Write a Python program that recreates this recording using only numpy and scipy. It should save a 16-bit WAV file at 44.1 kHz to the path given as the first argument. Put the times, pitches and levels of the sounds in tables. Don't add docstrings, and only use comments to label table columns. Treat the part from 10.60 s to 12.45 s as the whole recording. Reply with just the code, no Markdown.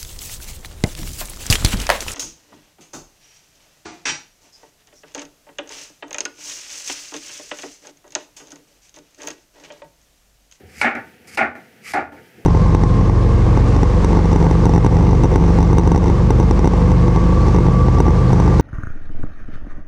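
import sys
import numpy as np
from scipy import signal
from scipy.fft import rfft, irfft
from scipy.io import wavfile

SR = 44100
rng = np.random.default_rng(int(sys.argv[2]) if len(sys.argv) > 2 else 0)


def generate_wav(signal):
    frames = np.transpose(np.atleast_2d(signal))
    scaled = np.clip(frames, -1, 1) * 32767
    pcm = np.round(scaled).astype(np.int16)
    wavfile.write(sys.argv[1], SR, pcm)


def rack_gain(trim_db):
    fader = np.asarray(trim_db, float)
    return 10 ** (fader / 20)


N = 81585

# time in seconds, level at the knee in dB, slope below the knee in dB per octave,
# brightness an octave above the knee in dB, crack level in dB.
BLOWS = [(0.2139, -12.5, -1, 3, -21), (.2430, -10.5, -2.3, 3, -52), (0.263, -13, 1, 2.2, -48),
         (0.351, -37, -8.5, 2, -52), (0.7738, -11.5, 4, 1, -26.5), (.7800, -10.5, -1, -4.2, -36.5),
         (.8060, -8.5, -0.9, -0.6, -58), (.9530, -49.5, 13, 2.5, -69), (1.3355, -10.5, -1.3, -7.5, -28),
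         (1.342, -11, 2, -11.5, -45), (1.3680, -10.5, -1, -7.5, -52), (1.5210, -51, 13, -17, -69),
         (1.5650, -52, 1, 4.8, -69)]
# frequency in Hz, spectral level in dB per Hz (relative).
FIZZ_COLOUR = [(1880, -19), (3200, -20), (3760, -12.5), (4630, 0), (5360, -1.5), (5660, -4), (6130, -3),
               (9110, -7), (14300, -16), (15900, -33)]


def rms_one(x):
    return x / np.sqrt(np.mean(x ** 2) + 1e-20)


def at_hz(points, hz, column=1):
    p = np.array(points, float)
    return np.interp(np.log(np.maximum(hz, 1)), np.log(p[:, 0]), p[:, column])


def colour(x, spectrum):
    hz = np.arange(N // 2 + 1) * SR / N
    return irfft(rfft(x) * rack_gain(at_hz(spectrum, hz)), N)


def coloured_noise(spectrum):
    return rms_one(colour(rng.standard_normal(N), spectrum))


def level_line(points):
    return rack_gain(np.interp(np.arange(N) / SR, *np.transpose(points)))


def drift(rate_hz):
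    r = np.exp(-2 * np.pi * rate_hz / SR)
    wander = signal.lfilter([1], [1, -2 * r, r * r], rng.standard_normal(N + SR))
    return rms_one(wander[SR:])


def grains(per_s, spread_db):
    size = rack_gain(spread_db * np.minimum(rng.exponential(1, N), 5))
    sign = rng.choice([-1, 1], N)
    return size * sign * (rng.random(N) < per_s / SR)


def after(s, t60, rise):
    t = np.maximum(np.arange(N) / SR - s, 0)
    return (1 - np.exp(-t / max(rise, 1e-4))) * np.exp(-np.log(1000) * t / t60)


def slope(hz, low, high):
    knee_hz = 900
    octaves = np.clip(np.log2(hz / knee_hz), -2, 1)
    return octaves * (low if hz < knee_hz else high)


def ring(drive, hz, t60):
    r, w = rack_gain(-60 / (t60 * SR)), 2 * np.pi * hz / SR
    return signal.lfilter([0, np.sin(w)], [1, -2 * r * np.cos(w), r * r], drive + 1e-18)


def tuned_push(hz, contact_s):
    push = np.hanning(max(int(contact_s * SR), 3))
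    return 2 * push / push.sum() * np.cos(2 * np.pi * hz / SR * np.arange(len(push)))


def struck(modes, strength_db, contact_s):
    scatter_db = 3.5
    s, out = np.transpose(BLOWS)[0], 0
    scatter = rng.standard_normal((len(s), len(modes)))
    for k, (hz, mode_db, t60) in enumerate(modes):
        clicks = np.zeros(N)
        clicks[(s * SR).astype(int)] = rack_gain(strength_db(hz) + mode_db + scatter_db * scatter[:, k])
        drive = np.convolve(clicks, tuned_push(hz, contact_s))[:N]
        out = out + ring(drive, hz, t60)
    return out


def room_hum():
    # frequency in Hz, spectral level in dB per Hz (relative).
    hum_colour = [(18, -57), (30, -44), (81, -21), (134, -6), (226, 5.5), (383, -22.5), (472, -15),
                  (524, -22.5), (647, -9.5), (777, -25.5), (863, -9), (1060, -23), (1250, -11.5),
                  (1710, -5.5), (2280, -7.5), (3210, -14), (3560, -18.5), (6020, -19.5), (7050, -23),
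                  (7620, -23.5), (15900, -23.5)]
    level_db, flicker_db, flicker_hz = -52.5, 0.5, 6.5
    return rack_gain(level_db + flicker_db * drift(flicker_hz)) * coloured_noise(hum_colour)


def rumble():
    # time in seconds, level in dB.
    rumble_level = [(0.0, -56), (0.056, -46.5), (0.144, -61), (0.206, -45.5), (0.612, -67.5), (0.85, -40),
                    (0.962, -57.5), (1.19, -73.5), (1.226, -84), (1.272, -58), (1.4, -40), (1.7, -71.5),
                    (1.808, -56), (1.85, -72)]
    centre_hz, width_hz = 84, 24
    edges_hz = [centre_hz - width_hz / 2, centre_hz + width_hz / 2]
    band = signal.butter(2, edges_hz, "band", fs=SR, output="sos")
    return level_line(rumble_level) * rms_one(signal.sosfilt(band, rng.standard_normal(N)))


def shuffle():
    # time in seconds, level in dB.
    shuffle_level = [(0.0, -47), (0.154, -54.5), (0.354, -41), (0.498, -55.5), (0.704, -52), (0.844, -46),
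                     (1.076, -56), (1.324, -53.5), (1.468, -60), (1.592, -48.5), (1.73, -56), (1.85, -45.5)]
    # frequency in Hz, spectral level in dB per Hz (relative).
    shuffle_colour = [(71, -29), (120, -1.5), (238, -4), (371, -3.5), (512, -1.5), (590, -16.5), (741, -6),
                      (793, -12), (900, -22), (1170, -54), (1980, -120)]
    lump_db, lump_hz = 0.83, 21
    lumps = rack_gain(lump_db * drift(lump_hz))
    return level_line(shuffle_level) * lumps * coloured_noise(shuffle_colour)


def bumps():
    # start of the push in seconds, strength in dB, pitch in Hz, t60 in seconds.
    bump_rows = [(.003, -36.5, 410, 0.046), (.033, -36, 391, 0.053), (.096, -44, 390, 0.038),
                 (0.173, -41, 210, 0.07), (0.743, -38, 211, 0.15), (1.528, -38, 290, 0.043),
                 (1.778, -38.5, 320, .06), (1.797, -41.5, 317, .07), (1.84, -40, 405, 0.066)]
    contact_s, out = 0.006, 0
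    for s, db, hz, t60 in bump_rows:
        push, start = tuned_push(hz, contact_s), int(s * SR)
        drive = np.zeros(N + SR)
        drive[start:start + len(push)] = rack_gain(db) * push
        out = out + ring(drive[:N], hz, t60)
    return out


def snaps():
    # start in seconds, noise level in dB ahead of the burst's envelope.
    snap_rows = [(0.3516, -35), (0.673, -38), (0.6814, -47), (0.7472, -45), (0.7482, -29), (0.7534, -28.5),
                 (0.952, -49), (1.2754, -39), (1.2894, -34), (1.3024, -27)]
    t60_s, rise_s = 0.0075, 0.0007
    shape = sum(rack_gain(db) * after(s, t60_s, rise_s) for s, db in snap_rows)
    return coloured_noise(FIZZ_COLOUR) * shape


def slicing():
    # time in seconds, body level in dB, fizz level over the body in dB.
    strokes = [
        [(.07, -65, -1), (.11, -59, 1), (.145, -51.5, -3), (.176, -45.5, -2), (.195, -43, -1),
         (.212, -38.5, -1)],
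        [(.64, -70, 1), (.668, -62, -2), (.678, -49, 3.5), (.712, -49, -2.5), (.746, -42.5, -2.5),
         (.765, -45.5, -2.5)],
        [(1.215, -67, -2), (1.251, -42.5, -4.5), (1.279, -34.5, -7), (1.3, -36, -5), (1.319, -38, -3),
         (1.332, -41, -2)],
    ]
    # frequency in Hz, spectral level in dB per Hz (relative).
    body_colour = [(530, -31), (900, -19), (1060, -51), (1100, -17.5), (1370, -9.5), (1530, -14),
                   (1650, -10), (2200, -1), (3600, -26), (4680, -46), (7920, -120)]
    fibres_per_s, fibre_spread_db, end_db_per_s = 5500, 2, 696
    t, out = np.arange(N) / SR, 0
    fibres = grains(fibres_per_s, fibre_spread_db)
    body, fizz = rms_one(colour(fibres, body_colour)), rms_one(colour(fibres, FIZZ_COLOUR))
    for rows in strokes:
        s, db, treble_db = np.transpose(rows)
        fade = (t > s[0]) * rack_gain(-end_db_per_s * np.maximum(t - s[-1], 0))
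        body_gain = rack_gain(np.interp(t, s, db))
        fizz_gain = rack_gain(np.interp(t, s, db + treble_db))
        out = out + fade * (body_gain * body + fizz_gain * fizz)
    return out


def cracks():
    # frequency in Hz, spectral level in dB per Hz (relative).
    crack_colour = [(1940, -31), (3300, -7.5), (4930, 1), (5620, -12), (9900, -11), (11000, -11),
                    (12200, -24), (15000, -27), (15900, -29)]
    tick_db = 5.5
    lead_s, rise_s, t60_s = 0.0018, 0.0021, 0.031
    shape = sum(rack_gain(row[-1] + tick_db) * after(row[0] - lead_s, t60_s, rise_s) for row in BLOWS)
    return coloured_noise(crack_colour) * shape


def board_ring():
    # frequency in Hz, strength in dB ahead of modes_db, t60 in seconds.
    board_modes = [(238.8, -13, 0.25), (290, -16.5, 0.53), (649.6, -15, 0.39), (717, -17, .25),
                   (805, -43, 0.11), (901, -19.5, 0.49), (1422, -7, .3), (1598, -12, 0.28),
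                   (1677, -5.5, 0.24), (1718, -5, .3), (1923, -29, 0.44), (2082, -6, 0.28),
                   (2154, -5, 0.21), (2256, -9.5, 0.28), (2356, -11.5, 0.27)]
    # frequency in Hz, strength over the crack in dB, t60 in seconds.
    knock_modes = [(854, 13, 0.014), (1442, 7.5, 0.032), (2272, 18, 0.032), (2780, 12.5, 0.011),
                   (4890, -2.5, 0.013)]
    modes_db, modes_contact_s, knock_contact_s = -4, 0.0067, 0.0014
    _, db, low, high, crack_db = np.transpose(BLOWS)
    long_modes = struck(board_modes, lambda hz: db + modes_db + slope(hz, low, high), modes_contact_s)
    knock = struck(knock_modes, lambda hz: crack_db + slope(hz, low, high), knock_contact_s)
    return long_modes + knock


def blows():
    # frequency in Hz, spectral level in dB per Hz (relative).
    board_colour = [(35, -58), (60, -26.5), (130, -12), (202, -20), (238, 2), (267, -15), (294, -2.5),
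                    (330, -10.5), (362, -6.5), (468, -10.5), (713, -1), (820, 4.5), (965, -16),
                    (1080, -6.5), (1280, -3.5), (1500, 2.5), (1610, -5.5), (1730, 0.5), (2460, -6.5),
                    (3180, -27), (9740, -40), (14800, -60), (15900, -88)]
    # frequency in Hz, t60 in seconds,
    # build-up time constant in seconds.
    kitchen = [(80, 0.29, 0.011), (254, 0.37, 0.013), (756, 0.28, 0.0024), (1510, .28, 0.009),
               (2530, .26, 0.00041), (4100, .3, 0.00074), (6900, 0.26, 0.00045), (11900, 0.14, 0.00064)]
    treble_above_hz, treble_tail_db = 3300, 19
    noise = rfft(coloured_noise(board_colour))
    octave = np.log2(np.maximum(np.arange(len(noise)) * SR / N, 1))
    out = 0
    for centre in np.arange(18, 43) / 3:
        share = np.sqrt(np.clip(1 - 3 * abs(octave - centre), 0, 1))
        hz = 2 ** centre
        t60, rise = at_hz(kitchen, hz), at_hz(kitchen, hz, column=2)
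        power = 0
        for s, db, low, high, crack_db in BLOWS:
            if hz < treble_above_hz:
                band_db = db + slope(hz, low, high)
            else:
                band_db = crack_db + treble_tail_db
            power = power + (rack_gain(band_db) * after(s, t60, rise)) ** 2
        out = out + irfft(noise * share, N) * np.sqrt(power)
    return out


def scene():
    side_above_hz, side_db = 6300, -6.5
    background = room_hum() + rumble() + shuffle()
    strokes = slicing() + cracks() + board_ring() + blows()
    mid = background + bumps() + snaps() + strokes
    high_pass = signal.butter(4, side_above_hz, "high", fs=SR, output="sos")
    side = signal.sosfilt(high_pass, cracks())
    return mid + rack_gain(side_db) * side * np.array([[1], [-1]])


def top_cut(x):
    return signal.sosfilt(signal.butter(12, 16290, fs=SR, output="sos"), x)


def record(dry):
    # start of the sink in seconds, end of the step back in seconds,
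    # gain once sunk in dB, gain before the step back in dB.
    dips = [(.205, .352, -6, -8), (.757, .953, -6, -8), (1.322, 1.521, -6, -8)]
    sink_s, step_back_s, low_cut_hz, top_hz = 0.007, 0.001, 30, 16250
    t, db = np.arange(N) / SR, np.zeros(N)
    for down, up, first_db, last_db in dips:
        db += np.interp(t, [down, down + sink_s, up - step_back_s, up], [0, first_db, last_db, 0])
    cut = signal.sosfilt(signal.butter(3, low_cut_hz, "high", fs=SR, output="sos"), dry)
    cut = signal.sosfilt(signal.cheby2(14, 60, top_hz, fs=SR, output="sos"), cut)
    return top_cut(cut * rack_gain(db))


dry = scene()
out = record(dry)
generate_wav(out)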